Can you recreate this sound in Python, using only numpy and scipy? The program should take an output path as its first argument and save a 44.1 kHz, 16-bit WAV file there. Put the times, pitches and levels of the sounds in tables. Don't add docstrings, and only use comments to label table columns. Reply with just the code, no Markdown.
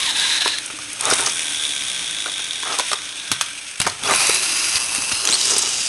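import sys
import numpy as np
from scipy import signal
from scipy.fft import rfft, irfft
from scipy.io import wavfile
from scipy.ndimage import uniform_filter1d, map_coordinates

SR = 44100
rng = np.random.default_rng(int(sys.argv[2]) if len(sys.argv) > 2 else 0)


def digitize_waveform(pressure):
    field = np.atleast_2d(pressure).T
    bounded = np.clip(field, -1, 1)
    quanta = np.round(bounded * 32767).astype(np.int16)
    wavfile.write(sys.argv[1], SR, quanta)


def how_loud(loudness_db):
    steps = np.asarray(loudness_db, float) / 20
    return 10 ** steps


N = 259308
TIME = np.arange(N) / SR


def level(x, db):
    return x * how_loud(db) / np.sqrt(np.mean(x ** 2))


def ring(x, hz, width_hz):
    return signal.lfilter(*signal.iirpeak(hz, hz / width_hz, fs=SR), x)


def body(x, modes):
    total = np.zeros(N)
    for k, (hz, width_hz, db) in enumerate(modes):
        total += (-1) ** k * how_loud(db) * ring(x, hz, width_hz)
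    return level(total, 0)


def band(x, lo_hz, hi_hz):
    sos = signal.butter(2, [lo_hz, hi_hz], "band", fs=SR, output="sos")
    return level(signal.sosfilt(sos, x), 0)


def decay(t, t60):
    return np.exp(-np.log(1000) * t / t60)


def glide(rows):
    return np.interp(TIME, *np.array(rows)[:, :2].T)


def track(table, column, fade=.008):
    rows = np.array(table)
    s = np.r_[rows[0, 0] - fade, rows[:, 0], rows[-1, 0] + fade]
    return np.interp(TIME, s, np.r_[0, how_loud(rows[:, column]), 0])


def walk(rate):
    k = int(SR / rate)
    return 1.245 * uniform_filter1d(np.repeat(rng.standard_normal(N // k + 1), k)[:N], k)


def chatter(per_s, spread_db):
    hit = rng.random(N) < per_s / SR
    return hit * rng.standard_normal(N) * how_loud(spread_db * rng.exponential(size=N))


def airy(curve, start_db, db_per_s):
    return [(s, db, db + start_db + db_per_s * (s - curve[0][0])) for s, db in curve]


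def gears(tables, shell, spin_hz, sag, tick_db, tick_ms, rough_db, treble_hz, treble_width_hz,
          turns=None, panels=()):
    if turns is None:
        turns = np.cumsum(spin_hz * (1 + 0.0143 * walk(40))) / SR
    else:
        turns = turns + 0.049 * walk(40)
    sizes = how_loud(tick_db + 1.3 * np.tanh(rng.standard_normal(2000)))
    size = sizes[(2 * turns).astype(int) % 2000]
    size = size * np.where(turns % 1 < .5, 1, .3)
    since_tick = (turns % .5) / spin_hz
    ticks = size * np.exp(-since_tick / (tick_ms / 1000))
    tight = 1 + uniform_filter1d(ticks, size=int(0.002 * SR))
    teeth = chatter(24000, .7) * tight * how_loud(rough_db * walk(110))

    place = np.cumsum(sag * (1 + .011 * walk(7)))
    at = np.arange(N)
    early = np.interp(np.interp(at, place, at), at, teeth)

    def sagged(v):
        return level(map_coordinates(v, [place], order=3, mode="mirror"), 0)

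    low = sagged(body(early, shell))
    edge = level(ring(teeth, treble_hz, treble_width_hz), 0)
    high = level(edge + 1.07 * band(teeth, 6530, 9980), 0)
    out = sum(low * track(t, column=1) + high * track(t, column=2) for t in tables)
    loose = early * np.sign(rng.standard_normal(N))
    for hz, width_hz, curve in panels:
        out = out + sagged(ring(loose, hz, width_hz)) * track(curve, column=1)
    return out


def whines(tables, waver, waver_db):
    out = 0
    for rows in tables:
        phase = 2 * np.pi * np.cumsum(glide(rows) * (1 + waver * walk(300))) / SR
        tone = track(rows, column=2) * np.sin(phase) + track(rows, column=3) * np.sin(2 * phase)
        out = out + np.sqrt(2) * tone * how_loud(waver_db * walk(150))
    return out


# (f/Hz, level/dB per Hz)
ROOM = [(15, -44), (25, -2.5), (198, -3.5), (286, -5), (384, -4), (730, -4), (1030, -2.5), (1290, -0.5),
        (2000, -6.5), (2600, -47), (4400, -120)]
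# (t/s, level/dB)
ROOM_SWELL = [(0.0, -41), (0.5, -44), (0.8, -49), (1.2, -42.5), (2.73, -46.5), (3.68, -50.5), (3.9, -52),
              (4.24, -36.5), (4.49, -43.5), (5.88, -41)]
# (t/s, level/dB)
FAN = [(0.0, -48.5), (2.73, -53.5), (4.1, -68), (4.5, -54), (5.88, -63)]


def room_tone():
    hz = np.maximum(np.arange(N // 2 + 1) * SR / N, 1)
    room_hz, room_db = np.array(ROOM).T
    shape = how_loud(np.interp(np.log(hz), np.log(room_hz), room_db))
    rumble = level(irfft(rfft(rng.standard_normal(N)) * shape, N), 2.56)
    drone = ring(ring(rng.standard_normal(N), 296, 30), 296, 30)
    return rumble * track(ROOM_SWELL, column=1) + level(drone, 0) * track(FAN, column=1)


# (t/s, level/dB)
WINDING = [(0.0, -22.5), (0.104, -21), (0.39, -20), (0.472, -21), (0.54, -25.5), (0.583, -27.5),
           (0.592, -40)]
# (f/Hz, width/Hz, level/dB)
WINDING_SHELL = [(1654, 160, -6), (2100, 600, -28), (2650, 180, -1), (3500, 370, -14), (3920, 360, 5.5),
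                 (5130, 170, -16), (6240, 2800, -14), (3500, 3400, -4)]
# (t/s, pitch factor)
WINDING_SAG = [(0, .97), (.1, 1.0), (.2, .97), (.35, 1.02), (.6, 1.03)]
# (f/Hz, width/Hz, [(t/s, level/dB)])
WINDING_PANELS = [(1640, 90, [(0.0, -42), (0.12, -38), (0.25, -33), (0.38, -30), (0.45, -33), (0.55, -39)])]
# (t/s, length/s, dip/dB)
SLIPS = [
    (0.134, .045, -9.5),
    (0.397, 0.02, -13),
    (0.44, .018, -6),
]


def winding_car():
    dip_db = np.zeros(N)
    for s, length, db in SLIPS:
        dip_db += db * np.clip(1 - np.abs(TIME - s) / (length / 2), 0, 1) ** .5
    train = gears([airy(WINDING, start_db=-3.5, db_per_s=-11)], WINDING_SHELL, np.full(N, 64.0),
                  glide(WINDING_SAG), tick_db=0, tick_ms=0.47, rough_db=0.91,
                  treble_hz=10000, treble_width_hz=1800, panels=WINDING_PANELS)
    return how_loud(dip_db) * train


# (t/s, level/dB)
IDLER = [
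    [(0.0, -39), (0.284, -29), (0.746, -34), (1.1, -32.5)],
    [(2.6, -45), (2.78, -28.5), (2.94, -28.5), (2.95, -36.5), (3.79, -35), (3.8, -31), (3.93, -31),
     (3.94, -34.5), (4.1, -32.5)],
]
# (f/Hz, width/Hz, level/dB)
IDLER_SHELL = [(1400, 210, 11), (2400, 360, 11.5), (3500, 920, 16.6), (5300, 300, 3.8), (6600, 120, 13.5),
               (3700, 6300, 8.1)]
# (f/Hz, width/Hz, [(t/s, level/dB)])
IDLER_PANELS = [(2545, 240, [(3.5, -50), (3.58, -40), (3.79, -46)])]


def idling_car():
    runs = [airy(run, start_db=0.26, db_per_s=0.14) for run in IDLER]
    return gears(runs, IDLER_SHELL, np.full(N, 22.0), np.ones(N), tick_db=0.66, tick_ms=2.0,
                 rough_db=1.73, treble_hz=8800, treble_width_hz=1600, panels=IDLER_PANELS)


# (t/s, tooth rate f/Hz, level/dB)
GROANS = [
    [(0, 1200, -38), (.05, 1120, -38), (.08, 980, -35), (.13, 850, -46)],
    [(.155, 850, -40), (.2, 920, -39), (.3, 1000, -38), (.38, 880, -41), (.43, 780, -43)],
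]


def groans():
    slow = [[(s, hz, db, db + 4) for s, hz, db in rows] for rows in GROANS]
    return whines(slow, 0.085, 2.8)


# (t/s, peak level/dB)
CATCH = [(0.93, -9), (0.66, -9), (1.1, -2), (4.159, 0.5), (1.2135, -9), (1.1355, 1), (3.8, -2),
         (5.4535, -6), (4.2335, -9), (4.345, -1), (1.188, -12)]
COUPLING = [(0.84, -13), (1.26, 3.5), (1.1, -3), (2.8, -6), (5.513, -4), (5.537, -4), (5.5657, -4),
            (5.589, 4.5), (5.627, -7), (4.128, -14), (3, -20)]
AXLE = [(3.8526, -4), (3.8975, -2), (4.3444, -10), (4.3674, -6), (4.7554, 3.5), (5.1456, -3), (5.1574, -13),
        (5.4118, 1), (5.452, -1)]
ROOF = [(0.063, -6), (0.1967, -1.5), (0.419, -2), (0.4766, -1.5), (0.584, -5.5), (1.1835, -4),
        (3.4949, -21), (1.2984, -12), (3.3256, -19), (3.334, -7), (5.123, -7)]
FLOORPAN = [
    (3.8154, 4),
    (4.2678, 0),
    (4.7681, 1),
    (4.9586, 0),
]
# (ring f/Hz, length/ms, share of rattle after it, rise/ms)
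PARTS = [
    (9410, 9.9, 0.12, 0.63),
    (6200, 13, 0.11, 3.5),
    (4500, 5.7, 0.09, 1.45),
    (3700, 9, 0.11, 1),
    (2680, 3, 0.22, 0.52),
    (3900, 4.53, 0.012, 0.9),
]
# (t/s, peak level/dB, ring f/Hz)
PAWL = [(5.252, 7, 6600), (5.273, 9.5, 6200), (5.2885, 6, 3920), (5.2987, 5, 5980), (5.3084, 3, 6860),
        (5.317, 3, 7540), (5.3249, 6, 3900), (5.333, 4, 4030), (5.3407, 5, 4700), (5.3536, 1, 3320)]
# (t/s, peak level/dB, ring f/Hz)
SNAPS = [(1.009, 4.5, 9100), (1.0534, 5.5, 9130), (1.1343, 6, 3900), (1.2072, 4, 9040), (1.357, -6, 9100),
         (1.369, -11, 9500), (1.394, -3, 2840), (4.9485, 1.5, 2710), (4.9487, 0, 8730), (5.5816, 8, 8500),
         (1.008, -4, 4400), (1.0535, -7, 4000), (2.931, 2, 3300), (4.0352, -1, 3420), (4.1357, 3, 2780),
         (4.098, -2, 2210), (4.7564, 0, 4810), (3.3152, 4, 2400), (3.4107, 5, 3100)]
# (t/s, peak level/dB, ring f/Hz, hollow level/dB)
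RAMP_END = [(0.701, -20, 2470, -26), (1.0988, -14, 2440, -23), (1.1113, -1, 5300, -8),
            (1.1942, -9, 3560, -14.5), (2.26, -14, 3900, -18), (2.393, -10.5, 3310, -26),
            (3.8012, -3.5, 3430, -16.5), (4.138, -1, 2650, -15), (4.089, -14, 2240, -14),
            (5.1157, -10, 2680, -21)]
RAMP_MIDDLE = [(0.787, -17, 6200, -27), (1.085, -20, 8600, -16), (1.27, -22, 5540, -14),
               (2.2813, -20, 3500, -22), (2.915, -6, 3700, -14), (2.931, -2.5, 5460, -12.5),
               (3.3159, 10, 5530, -17.5), (3.4109, 6.5, 3050, -46), (3.8645, -14, 4930, -15),
               (3.8666, -1, 4850, -7), (4.0953, -12, 6800, -10), (4.1093, -1, 2100, -7.5)]
CARTON = [(0.4584, -14, 3840, -12.5), (2.632, -9.5, 3450, -21), (2.7869, -1, 7820, -13.5),
          (2.796, 1.5, 3450, -11), (3.874, -1, 6600, -19), (4.2152, -9, 2500, -17.5)]
TRAY = [(1.1226, -8, 3800, -11), (4.1162, -24, 4050, -9), (0.459, -19, 3800, -18), (4.294, 3, 9800, -11),
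        (5.516, -6, 8960, -18.5), (5.534, -7, 5740, -22), (5.5644, -6, 5000, -19)]
HOLLOWS_HZ = [1426, 1213, 990, 424]


def blows():
    rows = []
    for ticks, (hz, ms, rattle, rise) in zip((CATCH, COUPLING, AXLE, ROOF, FLOORPAN), PARTS):
        for s, db in ticks:
            scattered_hz = hz * (1 + 0.0473 * rng.standard_normal())
            rows.append((s, db, scattered_hz, ms, hz, -99, rattle, rise))
    _, ms, rattle, rise = PARTS[-1]
    for s, db, hz in PAWL + SNAPS:
        rows.append((s, db, hz, ms, hz, -99, rattle, rise))
    for knocks, hollow_hz in zip((RAMP_END, RAMP_MIDDLE, CARTON, TRAY), HOLLOWS_HZ):
        for s, db, hz, hollow_db in knocks:
            ms = 6.4 * how_loud(-0.89 * max(db, -6))
            rows.append((s, db, hz, ms, hollow_hz, hollow_db, 0.19, 0.34))
    return rows


def clacks():
    out, t = np.zeros(N + 2048), np.arange(2048) / SR
    onset = np.minimum(t / 0.0001, 1)
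    for s, db, hz, ms, hollow_hz, hollow_db, rattle, rise in blows():
        hiss = rng.standard_normal(2048)
        low_share = 0.6 if hz > 8400 else 0.24
        fall = np.exp(-np.log(1000) * (t / (ms / 1000)) ** 1.28) + rattle * decay(t, 0.082) * onset
        crack = band(hiss, max(low_share * hz, 1080), 10700) * fall
        shell = np.sin(2 * np.pi * hz * t + 0.79 * band(hiss, 190, 890))
        shell = shell * decay(t, 3.32 * ms / 1000) * onset
        note = np.sin(2 * np.pi * hollow_hz * t) * decay(t, 0.029) * onset
        thump = 0.45 * band(hiss, 375, 2030) * decay(t, 0.064) * onset
        hollow = (note + thump) * np.minimum(t / 0.00081, 1)
        hard = np.minimum(t / (rise / 1000), 1) ** 2 * (0.7 * crack / np.abs(crack).max() + 0.28 * shell)
        i = int(s * SR)
        out[i:i + 2048] += how_loud(db) * hard + how_loud(hollow_db) * hollow
    return out[:N]


# (t/s, peak level/dB, f/Hz)
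THUDS = [(0.455, -42, 303), (1.124, -20, 260), (2.795, -55, 294), (3.315, -23, 265), (3.318, -32, 119),
         (0.737, -33, 304), (3.801, -14, 147), (3.857, -28, 174), (3.891, -42, 102), (3.8745, -14, 790),
         (4.034, -31.5, 243), (4.119, -35, 173), (4.528, -38, 296), (4.753, -28, 96), (4.983, -22.5, 275),
         (5.116, -26, 257.4), (5.131, -25, 101), (5.299, -23, 322)]


def thuds():
    out, t = np.zeros(N + 8192), np.arange(8192) / SR
    for s, db, hz in THUDS:
        ms = 17 * how_loud(-0.75 * (db + 35.0))
        i = int(s * SR)
        out[i:i + 8192] += how_loud(db) * np.sin(2 * np.pi * hz * t) * np.exp(-t / (ms / 1000)) * (1 - t / t[-1])
    return out[:N]


# (t/s, level/dB)
BED = [
    [(0.66, -62), (0.72, -55), (1.25, -49), (1.35, -70)],
    [(3.31, -42.5), (3.42, -54), (3.56, -68)],
    [(3.8, -39), (3.9, -42), (3.98, -62), (4.04, -44), (4.2, -48)],
]


def bed_frame():
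    rumble = level(ring(ring(rng.standard_normal(N), 115, 75), 115, 75), 0)
    return rumble * sum(track(t, column=1) for t in BED)


# (start t/s, loudest t/s, end t/s, level/dB, low boom against it level/dB)
ROLLS = [
    (0.987, 1.1, 1.17, -21.5, -15),
    (1.149, 1.21, 1.34, -29, -10),
    (2.63, 2.702, 2.82, -26.5, -13.5),
    (3.798, 3.875, 3.97, -35.5, -7),
    (4.015, 4.082, 4.2, -22, -9.5),
    (4.15, 4.24, 4.36, -31, -14),
    (5.21, 5.286, 5.43, -29.5, -5.5),
    (5.39, 5.516, 5.8, -33.5, -4),
]
# (f/Hz, width/Hz, level/dB)
RAMP = [(830, 480, -4.5), (1060, 370, 0), (1297, 245, -1.5), (1412, 56, -2), (1840, 1250, -15)]
# (f/Hz, width/Hz, level/dB)
RAMP_BOOM = [(335, 200, 2.5), (399, 46, 11), (607, 99, -9.5)]


def ramp():
    bumps = chatter(3000, 1.3) * how_loud(1.2 * walk(80))
    hollow, boom = body(bumps, RAMP), body(bumps, RAMP_BOOM)
    out = np.zeros(N)
    for start, top, end, db, boom_db in ROLLS:
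        out += np.interp(TIME, [start, top, end], [0, how_loud(db), 0]) * (hollow + how_loud(boom_db) * boom)
    return out


# (t/s, level/dB)
FIRST = [(1.0, -40), (1.15, -26.5), (1.25, -28.5), (1.38, -29), (1.6, -29), (2.62, -30.5), (2.76, -33),
         (3.31, -35.5), (3.325, -32), (3.42, -40), (3.6, -54)]
# (f/Hz, width/Hz, level/dB)
FIRST_SHELL = [(1535, 58, -5), (2405, 580, -4.5), (3230, 550, -3.5), (3370, 490, -5.5), (3680, 94, -5.5),
               (5600, 1200, -7.5), (2470, 5100, -19)]
# (t/s, pitch factor)
FIRST_SAG = [(1.0, .985), (1.4, .99), (1.7, 1.0), (3.8, 1.0)]
# (t/s, whole turns of the tight gear done)
FIRST_TURNS = [(1.0, 0), (1.3565, 30), (1.5068, 42), (1.664, 54), (1.837, 66), (2.026, 78), (2.2395, 90),
               (2.487, 102), (2.7535, 113), (3.021, 122), (3.276, 129), (3.62, 136)]
# (f/Hz, width/Hz, [(t/s, level/dB)])
FIRST_PANELS = [(3657, 58, [(1.0, -38), (1.2, -30.5), (1.35, -55), (1.55, -35.5), (2.4, -33.5),
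                (2.9, -39.5), (3.4, -46)]), (3410, 176, [(1.0, -42), (1.3, -32.5), (1.48, -28),
                (1.7, -27.5), (2.62, -30.5), (2.79, -35), (2.95, -34.5), (3.31, -33), (3.56, -41)]),
                (1560, 52, [(3.1, -54), (3.24, -41), (3.4, -37), (3.56, -54)])]


def first_car():
    s, done = np.array(FIRST_TURNS).T
    turns = np.polyval(np.polyfit(s - 2, done, 6), np.clip(TIME, s[0], s[-1]) - 2)
    spin_hz = np.maximum(np.gradient(turns) * SR, 15)
    return gears([airy(FIRST, start_db=3.34, db_per_s=-3)], FIRST_SHELL, spin_hz, glide(FIRST_SAG),
                 tick_db=10, tick_ms=1.7, rough_db=.6, treble_hz=9260, treble_width_hz=820,
                 turns=turns, panels=FIRST_PANELS)


# (t/s, tooth rate f/Hz, level/dB, octave level/dB)
LAUNCHES = [
    [(4.058, 2120, -40, -28), (4.07, 2550, -29, -28), (4.09, 3300, -31, -32), (4.105, 3750, -31, -29),
     (4.12, 3950, -30, -29), (4.132, 4080, -31, -30)],
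    [(5.268, 1600, -46, -30), (5.29, 2500, -40, -27), (5.31, 3400, -30, -25), (5.33, 4050, -26, -20),
     (5.342, 4300, -22, -22), (5.351, 4420, -21, -24)],
]
# (t/s, length/s, first f/Hz, last f/Hz, level/dB, swell/dB)
SKIDS = [
    (1.05, .035, 3500, 4000, -30, 0),
    (5.41, .025, 5000, 4200, -32, 0),
    (4.053, .012, 3350, 3450, -29, 0),
    (5.435, .08, 4200, 6000, -34, 0),
]
# (t/s, length/s, first f/Hz, last f/Hz, level/dB, swell/dB)
COASTS = [
    (4.3, .4, 385, 330, -47, -12),
    (1.8, .4, 205, 165, -58, 0),
]


def sweeps(rows, bend, octave_db):
    u = np.linspace(0, 1, 9)
    tables = []
    for s, length, first_hz, last_hz, db, swell_db in rows:
        hz = last_hz + (first_hz - last_hz) * (1 - u) ** bend
        swell = swell_db * (u - .5)
        tables.append(np.c_[s + u * length, hz, db + swell, db + octave_db + .35 * swell])
    return tables


def pinions():
    fast = LAUNCHES + sweeps(SKIDS, bend=1.7, octave_db=-22)
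    slow = sweeps(COASTS, bend=2.44, octave_db=-9)
    return whines(fast, .009, 2.7) + whines(slow, .05, 4.0)


# (middle t/s, length/ms, level/dB, colour f/Hz)
SCUFFS = [(1.113, 36, -20, 5300), (1.265, 21, -19, 5400), (1.275, 11, -16, 6000), (3.805, 8.7, -16.5, 3500),
          (3.818, 14, -23, 2300), (3.8542, 10, -26, 1900), (4.13, 10, -18, 6500), (1.298, 15, -19.5, 6300),
          (2.728, 25, -25.5, 4500), (4.27, 12, -15, 7000), (4.762, 20, -21, 4300), (5.124, 13, -21, 5000),
          (5.412, 7.7, -19, 5000), (5.567, 8, -16, 6300), (5.455, 14, -20, 6500), (5.509, 20, -13.5, 6000),
          (5.539, 10, -16, 5600), (5.589, 13, -16, 7900), (5.625, 21, -16, 6600)]


def scuffs():
    out, t = np.zeros(N), np.arange(-1024, 1024) / SR
    for s, ms, db, hz in SCUFFS:
        i = int(s * SR)
        swell = np.cos(np.pi * np.clip(t / (ms / 1000), -.5, .5)) ** 2
        rub = band(rng.standard_normal(2048), hz / 1.26, hz * 1.26)
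        out[i - 1024:i + 1024] += how_loud(db) * swell * rub
    return out


# (t/s, level/dB)
SECOND = [(4.035, -30.5), (4.125, -24.5), (4.151, -21), (4.25, -20), (4.368, -20), (4.385, -24),
          (4.78, -21.5)]
LANDED = [
    (4.79, -26),
    (5.1, -26),
    (5.12, -28),
    (5.3, -29.5),
]
FREED = [
    (5.115, -24),
    (5.2, -27.5),
    (5.26, -28),
]
# (f/Hz, width/Hz, level/dB)
SECOND_SHELL = [(1100, 97, -15), (1434, 78, 0.5), (1790, 2370, -4.5), (2680, 360, 4), (4120, 540, -0.5),
                (4830, 230, 3.5), (6430, 1340, 0.5), (4070, 7000, -10.5)]
LANDED_SHELL = [(1170, 770, -6.5), (2100, 530, -7), (2680, 220, 4), (3450, 630, -5.5), (3900, 350, -1.5),
                (4820, 520, -0.5), (6470, 850, -3.5)]
FREED_SHELL = [(2760, 140, 1.5), (4130, 150, 2), (5090, 140, 2.5), (6040, 500, -11), (4000, 4100, -22)]
# (t/s, turns a second/Hz)
SECOND_SPIN = [(4.0, 105), (4.8, 118.2), (5.3, 125.2)]
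# (t/s, pitch factor)
SECOND_SAG = [(4.0, .96), (4.3, .965), (4.6, 1.0), (4.8, 1.0)]
# (f/Hz, width/Hz, [(t/s, level/dB)])
SECOND_PANELS = [(4100, 200, [(4.12, -38), (4.25, -33), (4.37, -28), (4.42, -39)]),
                 (2620, 300, [(4.13, -30), (4.24, -26), (4.37, -37), (4.45, -38)])]


def second_car():
    spin_hz, even = glide(SECOND_SPIN), np.ones(N)
    racing = gears([airy(SECOND, start_db=0.74, db_per_s=-2.8)], SECOND_SHELL, spin_hz, glide(SECOND_SAG),
                   tick_db=1.0, tick_ms=0.65, rough_db=0.95, treble_hz=9770, treble_width_hz=1600,
                   panels=SECOND_PANELS)
    lying = gears([airy(LANDED, start_db=0.84, db_per_s=-2.1)], LANDED_SHELL, spin_hz, even,
                  tick_db=3.6, tick_ms=1.9, rough_db=1.0, treble_hz=9660, treble_width_hz=1200)
    freed = gears([airy(FREED, start_db=-3.5, db_per_s=-1.5)], FREED_SHELL, spin_hz, even,
                  tick_db=2.5, tick_ms=1.2, rough_db=1.2, treble_hz=9300, treble_width_hz=900)
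    return racing + lying + freed


# (t/s, level/dB)
THIRD = [
    (5.25, -31.5),
    (5.458, -20),
    (5.588, -23),
    (5.88, -22.5),
]
# (f/Hz, width/Hz, level/dB)
THIRD_SHELL = [(2860, 560, -1.0), (3930, 230, 7.0), (4750, 260, 3.0), (5780, 1530, 6.0), (4240, 2740, 1.5)]


def third_car():
    return gears([airy(THIRD, start_db=0.21, db_per_s=-1.5)], THIRD_SHELL, np.full(N, 122.0), np.ones(N),
                 tick_db=1.2, tick_ms=2.2, rough_db=0.7, treble_hz=7330, treble_width_hz=800)


def scene():
    trains = winding_car() + idling_car() + first_car() + second_car() + third_car()
    toys = trains + groans() + pinions() + clacks() + thuds() + ramp() + scuffs()
    t = np.arange(SR // 3) / SR
    tail = band(rng.standard_normal(len(t)), 570, 6500) * decay(t, 0.34) * (t > .004)
    tail = tail / np.sqrt(np.sum(tail ** 2))
    walls = how_loud(-16) * signal.fftconvolve(toys, tail)[:N]
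    return (toys + walls + room_tone() + bed_frame())[None]


def top_cut(x):
    return signal.sosfilt(signal.butter(12, 15830, fs=SR, output="sos"), x)


def record(dry):
    x = dry - 0.87 * ring(dry, 7265, 540)
    x = signal.sosfilt(signal.butter(12, 11000, fs=SR, output="sos"), x)
    x = signal.sosfilt(signal.butter(1, 45, "high", fs=SR, output="sos"), x)
    saturates, knee = .66, 8
    x = x / (1 + np.abs(x / saturates) ** knee) ** (1 / knee)
    x = signal.sosfilt(signal.ellip(14, .3, 90, 12360, fs=SR, output="sos"), x)
    return top_cut(np.clip(x, -.71, .71))


dry = scene()
out = record(dry)
digitize_waveform(out)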